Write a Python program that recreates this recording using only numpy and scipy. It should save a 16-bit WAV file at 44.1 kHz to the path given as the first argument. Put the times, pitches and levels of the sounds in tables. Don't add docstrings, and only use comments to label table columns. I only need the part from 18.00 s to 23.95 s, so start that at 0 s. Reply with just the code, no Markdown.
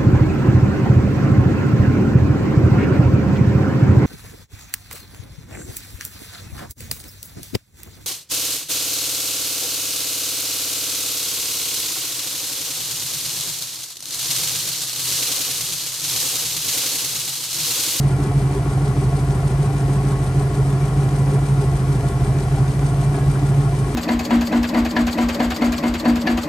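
import sys
import numpy as np
from scipy import signal
from scipy.fft import rfft, irfft
from scipy.io import wavfile
from scipy.ndimage import uniform_filter1d

SR = 44100
rng = np.random.default_rng(int(sys.argv[2]) if len(sys.argv) > 2 else 0)


def transcribe(signal):
    frames = np.atleast_2d(signal).T
    limited = np.clip(frames, -1, 1)
    pcm = np.round(limited * 32767).astype(np.int16)
    wavfile.write(sys.argv[1], SR, pcm)


N = 262395
TIME = np.arange(N) / SR
HZ = np.maximum(np.arange(N // 2 + 1) * SR / N, 1e-3)

# time_s, crank_rpm
IDLE_SPEED = [(0.0, 786.5), (0.21, 776.9), (0.41, 775.4), (0.62, 778), (0.82, 781.9), (1.03, 767.9),
              (1.23, 771), (1.44, 772.8), (1.64, 800), (1.85, 781.9), (2.05, 791.6), (2.26, 761),
              (2.46, 785.7), (2.67, 780.7), (2.87, 790.4), (3.08, 779.3), (3.28, 798.8), (3.49, 795.5),
              (3.69, 772.9), (3.9, 774.6), (4.1, 731.3), (4.31, 774.9), (4.51, 755.4), (4.72, 792.2),
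              (4.92, 799.3), (5.13, 810.2), (5.33, 781.8), (5.54, 806.5), (5.74, 803.7), (5.95, 762.4)]
# place_cycles, pulse_db, push_db, slap_db, puff_db
CYLINDERS = [(.062, -12, -10, -1.5, -14.5), (.201, 9, 1, 6.5, 1), (.34, 10.5, 12.5, -0.5, -4),
             (.438, -48, -35, 6.5, -3.5), (0.576, 3, -37, 1, -1.5), (.713, 7.5, 17.5, -37, -3.5),
             (0.821, 8.5, 2.5, -7, -1.5), (.958, 7.5, 6, 2.5, -2)]
# time_s, change_db
ODD_BURNS = [(.125, 2), (.195, 1), (.355, 1.5), (.515, -3), (.665, 1), (1.125, 3), (1.28, 1), (1.435, 1.5),
             (1.617, 0), (1.675, -7), (1.745, -3), (2.2, -1.5), (2.69, -8), (2.745, -4), (3.2, 1),
             (3.275, -5), (3.82, -4), (4.005, -7.5), (4.115, -6), (4.555, -6), (4.825, 0.5), (4.98, 0.5),
             (5.075, 4), (5.135, -8.5), (5.175, -6), (5.265, 4.5), (5.56, 1), (5.88, -8)]
# pitch_hz, width_hz, level_db
BOOM_MODES = [(46.3, 4.6, -1), (82, 4.2, -4.5), (110.7, 8.4, 2.5), (127.9, 27.5, 4.5), (146.7, 21.4, 4),
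              (138.87, 6.7, -2.5)]
# frequency_hz, density_db
RUMBLE_COLOUR = [(20, -32), (30, -15), (42, -24), (62, 10.5), (80, -10), (95, 4), (135, 1), (175, -9),
                 (200, 0.5), (240, -34), (400, -42.5)]
# pitch_hz, width_hz, level_db
SILENCER_MODES = [(196, 42.2, -11), (214.4, 24.2, -9.5)]
# pitch_hz, width_hz, level_db
PIPE_MODES = [(288.6, 11.8, -9.5), (290.2, 12.5, -8.5), (370, 17, -14.5), (409.1, 7.4, -6.5),
              (700, 18, -12), (725.4, 18.5, -13.5), (783, 7.6, -9.5), (858.4, 9.4, -14), (1004, 17.6, -14),
              (1093.7, 13.2, -9.5), (1262, 9.8, -16), (1342, 25, -19.5), (1395, 9.3, -13), (1669, 7.8, -16),
              (2243, 13, -25), (2318, 18, -15.5)]
# place_cycles, half_length_s, pitch_hz, relative_db
BARKS = [(0.22, 0.0041, 384, -27), (.32, 0.0034, 363, -23), (.655, 0.0096, 405, -26.5),
         (.67, 0.0036, 760, -33.5), (0.28, 0.012, 715, -33.5), (0.064, 0.0096, 713, -34.5),
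         (.735, 0.0025, 364, -24), (.87, 0.0072, 391, -27.5), (.94, 0.0028, 398, -26),
         (.08, 0.0047, 1000, -40), (0.84, 0.0033, 1000, -38), (0.0787, 0.0057, 416, -31)]
# time_s, half_length_s, pitch_hz, relative_db
BURPS = [(0.256, 0.0041, 741, -24), (0.255, 0.0062, 390, -19), (0.297, 0.0049, 395, -18.5),
         (0.323, 0.012, 713, -26), (0.414, 0.0043, 744, -23), (0.567, 0.0041, 759, -30),
         (0.571, 0.0079, 398, -21.5), (0.718, 0.0035, 716, -27.9), (1.027, 0.0079, 390, -25),
         (1.029, 0.0048, 760, -24), (1.131, 0.0071, 719, -24), (1.184, 0.0061, 766, -22),
         (1.949, 0.0088, 402, -27), (2.413, 0.0043, 751, -22), (2.599, 0.01, 416, -22),
         (2.825, 0.0076, 390, -24.1), (3.029, 0.0083, 400, -22), (3.328, 0.01, 413, -25),
         (3.357, 0.0069, 412, -23), (3.386, 0.0066, 730, -27), (3.424, 0.0053, 742, -31),
         (3.482, 0.0085, 404, -24), (3.634, 0.012, 404, -22.5), (4.041, 0.006, 707, -24),
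         (4.106, 0.0071, 383, -28), (4.265, 0.0048, 780, -21.5), (4.323, 0.0038, 725, -36),
         (4.419, 0.0083, 392, -21), (4.481, 0.0047, 723, -26), (4.584, 0.0052, 780, -24),
         (4.661, 0.0066, 717, -25), (4.929, 0.0096, 290, -22), (5.03, 0.0038, 716, -25),
         (5.166, 0.012, 287, -26), (5.181, 0.005, 404, -19), (5.182, 0.0073, 745, -25),
         (5.429, 0.0096, 285, -23)]
# time_s, relative_db
CHUFFS = [(0.256, -14), (0.565, -15), (0.876, -14), (1.185, -25), (3.324, -23), (3.629, -29), (4.262, -16),
          (4.581, -17), (5.143, -7), (5.181, -15), (5.632, -16)]
# frequency_hz, density_db
JET_COLOUR = [(150, -8.5), (260, 13), (450, 9.5), (800, 7.5), (1200, -1), (2000, -27), (3000, -10),
              (6000, -44), (12000, -47)]
# time_s, level_db
RASP_ACCENTS = [(.433, -48), (.748, -47), (1.675, -45), (2.124, -40), (3.357, -43), (4.831, -43),
                (5.36, -36)]
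# frequency_hz, density_db
RASP_COLOUR = [(800, -24), (1100, 2), (1380, -6), (1600, -4), (2200, -32), (4000, -50)]
# frequency_hz, density_db
BAY_COLOUR = [(300, -30), (900, -2), (2000, 9), (2700, 1), (3600, -2), (5200, 1), (7200, -2.5), (8600, 2),
              (9600, 0.5), (10500, 6), (11300, -2), (12400, -24)]
# place_cycles, width_cycles, hiss_db, ring_db
VALVE_RUSTLES = [(0.413, 0.015, -5, -9), (0.504, 0.012, 1.5, -13), (0.562, 0.024, 2, 2),
                 (0.74, 0.054, -1.5, -0.9), (0.32, 0.13, -6.5, -9.5)]
# frequency_hz, density_db
VALVE_HISS = [(1500, 11), (3000, 6), (4200, 8.5), (4700, 3.5), (5300, 4.5), (6500, 7), (9000, -8),
              (12500, -6)]
# frequency_hz, density_db
VALVE_RING = [(5000, -6.5), (7400, -6.5), (8200, 1.5), (8800, 4), (9600, -4.5), (10500, 3), (11300, -9),
              (12500, -35)]
# time_s, level_db
RATTLES = [(4.70, -45), (5.40, -49)]
TAPPET_PLACE, TAPPETS_DB = .075, [4, 3, 2, 5, 2, -3, -5, -10]
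# frequency_hz, likeness_ratio
STEREO_LIKENESS = [(150, 0.94), (400, 0.95), (600, 0.75), (1100, 0.74), (1700, 0.16), (2500, 0.068),
                   (4000, 0.76), (5400, 0.3), (7000, .55), (8400, 0.93), (12000, 1)]
# frequency_hz, left_over_right_db
STEREO_TILT = [(60, 1.5), (130, -1.5), (220, 2.5), (300, -0.5), (470, 0.5), (900, 1.5), (1300, 4),
               (1900, 1), (2300, 4), (7000, 3), (8600, 0.8), (12000, -0.5)]
# frequency_hz, left_lead_rad
STEREO_LEAD = [(60, .05), (140, .11), (600, .25), (2000, .1), (3200, .8), (6500, .4), (7500, 1.1),
               (8600, 0), (9400, -1.3), (10300, -3.1), (11700, -6.2)]


def firings(cycles, jitter_s=0.00024, uneven_db=0.95, stumble_s=0.011, afterburn=0.39):
    place, *levels_db = np.transpose(CYLINDERS)
    cycle, cylinder = np.divmod(np.arange(int(cycles[-1] + 1) * len(place)), len(place))
    *scatter, timing = rng.standard_normal((len(cycle), 5)).T
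    times = time_of(cycle + place[cylinder], cycles) + jitter_s * timing
    odd_db = sum(db * bell(TIME - s, stumble_s) for s, db in ODD_BURNS)
    changes_db = [odd_db, -afterburn * odd_db, -afterburn * odd_db, np.zeros(N)]
    return [clicks(times, from_db(db[cylinder] + np.interp(times, TIME, change) + uneven_db * chance))
            for db, change, chance in zip(levels_db, changes_db, scatter)]


def boom(pulses, edge_hz=900, rumble_db=-12, drone_db=-12, drone_hz=138.6, drone_width_hz=11):
    rounded = 1 / (1 + 1j * HZ / edge_hz) ** 2
    open_end = high_pass(39.4, order=4)
    ringing = filtered(pulses, rounded * resonances(BOOM_MODES) * open_end)
    rumble = filtered(noise(RUMBLE_COLOUR)[0], high_pass(32, order=7))
    drone = filtered(rng.standard_normal(N), resonances([(drone_hz, drone_width_hz, 0)]) ** 2)
    flow = np.sqrt(uniform_filter1d(ringing ** 2, size=900))
    return ringing + from_db(rumble_db) * rumble + from_db(drone_db) * flow * drone


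def chug(pushes, slaps, silencer_db=-35, slap_db=-35, slap_edge_hz=380):
    hum = filtered(pushes, resonances(SILENCER_MODES))
    soft_slaps = signal.sosfilt(signal.butter(3, slap_edge_hz, fs=SR, output="sos"), slaps + 1e-18)
    return from_db(silencer_db) * hum + from_db(slap_db) * tail_pipe(soft_slaps)


def barks(cycles, jitter_s=0.00046, pitch_scatter=0.021, trim_db=-1.8):
    out = np.zeros(N)
    for place, half_length_s, hz, db in BARKS:
        for cycle, (late, sharp) in enumerate(rng.standard_normal((int(cycles[-1] + 1), 2))):
            s = time_of(cycle + place, cycles) + jitter_s * late
            add_slug(out, s, half_length_s, hz * (1 + pitch_scatter * sharp), db + trim_db)
    return out


def burps(trim_db=-1, pivot_hz=394, octave_drop_db=3.5):
    out = np.zeros(N)
    for s, half_length_s, hz, db in BURPS:
        add_slug(out, s, half_length_s, hz, db + trim_db - octave_drop_db * np.log2(hz / pivot_hz))
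    return out


def add_slug(out, s, half_length_s, hz, db):
    near = slice(*np.searchsorted(TIME, [s - .03, s + .03]))
    t = TIME[near] - s
    out[near] += from_db(db) * bell(t, half_length_s) * np.sin(2 * np.pi * hz * t)


def gas_rush(puffs, chuff_boost_db=16, chuff_lead_s=0.0026, puff_lag_s=.004):
    s, db = np.transpose(CHUFFS)
    late_burns = clicks(s - chuff_lead_s, from_db(db + chuff_boost_db))
    chuff_power = swell(late_burns, rise_s=0.0037) ** 2
    puffs = np.roll(puffs, int(puff_lag_s * SR))
    puff_power = swell(puffs, rise_s=0.0066) ** 2
    inside = np.sqrt(0.36 + puff_power + chuff_power) * rng.standard_normal((2, N))
    return tail_pipe(inside) + rms_one(np.sqrt(0.69 + puff_power) * noise(JET_COLOUR))


def tail_pipe(x, loss_hz=1900):
    overtones = resonances(PIPE_MODES, sign=1)
    wall_loss = 1 / (1 + (1j * HZ / loss_hz) ** 2 + 1j * np.sqrt(2) * HZ / loss_hz)
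    return hot_gas_waver(filtered(x, overtones * wall_loss * high_pass(290, order=6)))


def hot_gas_waver(x, wander_s=.00022, step_s=.07):
    steps = int(TIME[-1] / step_s) + 3
    lag_s = signal.resample(wander_s * rng.standard_normal(steps), N)
    return np.apply_along_axis(lambda side: np.interp(TIME + lag_s, TIME, side), -1, x)


def rasps(cycles, place_cycles=0.84, width_cycles=0.062, usual_db=-48, accent_width_s=.012):
    offset = (cycles - place_cycles + .5) % 1 - .5
    usual = from_db(usual_db) * bell(offset, width_cycles)
    return (usual + accents(RASP_ACCENTS, accent_width_s)) * noise(RASP_COLOUR)


def engine_bay(cycles, steady_db=3.5, ring_boost_db=3, uneven_db=1.34):
    hiss_power, ring_power = 0, 0
    for place, width, hiss_db, ring_db in VALVE_RUSTLES:
        cycle, within = np.divmod(cycles - place + 1.5, 1)
        strengths = from_db(uneven_db * rng.standard_normal(int(cycle[-1]) + 1))
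        burst = strengths[cycle.astype(int)] ** 2 * bell(within - .5, width)
        hiss_power += burst * from_db(hiss_db) ** 2
        ring_power += burst * from_db(ring_db + ring_boost_db) ** 2
    bed = from_db(steady_db) * noise(BAY_COLOUR)
    return bed + np.sqrt(hiss_power) * noise(VALVE_HISS) + np.sqrt(ring_power) * noise(VALVE_RING)


def tappets(cycles, tick_db=-44, uneven_db=3, decay_s=0.0036, rattle_width_s=.014):
    count = len(TAPPETS_DB)
    valve = np.arange(int(cycles[-1] + 1) * count)
    times = time_of(valve / count + TAPPET_PLACE, cycles)
    levels_db = tick_db + np.array(TAPPETS_DB)[valve % count] + uneven_db * rng.standard_normal(len(valve))
    hits = clicks(times, from_db(levels_db))
    ticks = signal.lfilter([1], [1, -np.exp(-1 / (decay_s * SR))], hits + 1e-18)
    return (ticks + accents(RATTLES, rattle_width_s)) * noise(VALVE_HISS)


def pump(pitch_hz=1979, whine_db=-55.5, waver_hz=2.22, flutter_db=2):
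    knots_s = np.arange(0, TIME[-1] + .1, .1)
    waver, flutter = in_time(np.column_stack([knots_s, rng.standard_normal((len(knots_s), 2))]))
    phase = 2 * np.pi * np.cumsum(pitch_hz + waver_hz * waver) / SR
    return from_db(whine_db + flutter_db * flutter) * np.sqrt(2) * np.sin(phase)


def underbody(x, echo_db=-19, longest_s=.012, count=10):
    delays_s = longest_s * rng.uniform(0.11, 1, count)
    return x + from_db(echo_db) * sum(np.roll(x, int(s * SR), axis=-1) for s in delays_s)


def stereo_spread(direct, diffuse):
    alike = np.clip(over_hz(STEREO_LIKENESS), 0, 1)
    shared, apart = rfft(diffuse)
    sides = np.array([[1], [-1]])
    centre = rfft(direct) + np.sqrt((1 + alike) / 2) * shared
    spread = sides * np.sqrt((1 - alike) / 2) * apart
    balance = from_db(sides * over_hz(STEREO_TILT) / 2)
    lead = np.exp(.5j * sides * over_hz(STEREO_LEAD))
    return irfft((centre + spread) * balance * lead, N)


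def from_db(db):
    return 10 ** (np.asarray(db) / 20)


def rms_one(x):
    return x / np.sqrt(np.mean(x ** 2) + 1e-20)


def bell(offset, width):
    return np.exp(-.5 * (offset / width) ** 2)


def accents(rows, width_s):
    return sum(from_db(db) * bell(TIME - s, width_s) for s, db in rows)


def time_of(place, cycles):
    return np.interp(place, cycles, TIME, right=-1)


def in_time(rows):
    s, *columns = np.transpose(rows)
    return [np.interp(TIME, s, column) for column in columns]


def over_hz(points):
    hz, value = np.transpose(points)
    return np.interp(np.log(HZ), np.log(hz), value)


def filtered(x, response):
    return rms_one(irfft(rfft(x) * response, N))


def resonances(modes, sign=-1):
    return sum(sign ** k * from_db(db) / (1 + 1j * (HZ ** 2 - hz ** 2) / (HZ * width))
               for k, (hz, width, db) in enumerate(modes))


def high_pass(edge_hz, order):
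    return signal.freqs(*signal.butter(order, edge_hz, "high", analog=True), HZ)[1]


def noise(colour):
    return filtered(rng.standard_normal((2, N)), from_db(over_hz(colour)))


def clicks(times, sizes):
    at = np.round(times * SR).astype(int)
    inside = (at >= 0) & (at < N)
    return np.bincount(at[inside], sizes[inside], N)


def swell(x, rise_s):
    pole = np.exp(-1 / (rise_s * SR))
    return signal.lfilter([np.e / (rise_s * SR)], [1, -2 * pole, pole * pole], x + 1e-18)


def scene(boom_db=-17.5, rush_db=-34.5, bay_db=-45.5):
    rpm, = in_time(IDLE_SPEED)
    cycles = np.cumsum(rpm) / (120 * SR)
    pulses, pushes, slaps, puffs = firings(cycles)
    direct = from_db(boom_db) * boom(pulses) + chug(pushes, slaps) + barks(cycles) + burps() + pump()
    rush = from_db(rush_db) * gas_rush(puffs)
    bay = from_db(bay_db) * underbody(engine_bay(cycles))
    return stereo_spread(direct, diffuse=rush + bay + rasps(cycles) + tappets(cycles))


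def record(dry, cutoff_hz=12450):
    return signal.sosfilt(signal.ellip(12, .1, 90, cutoff_hz, fs=SR, output="sos"), dry)


dry = scene()
out = record(dry)
transcribe(out)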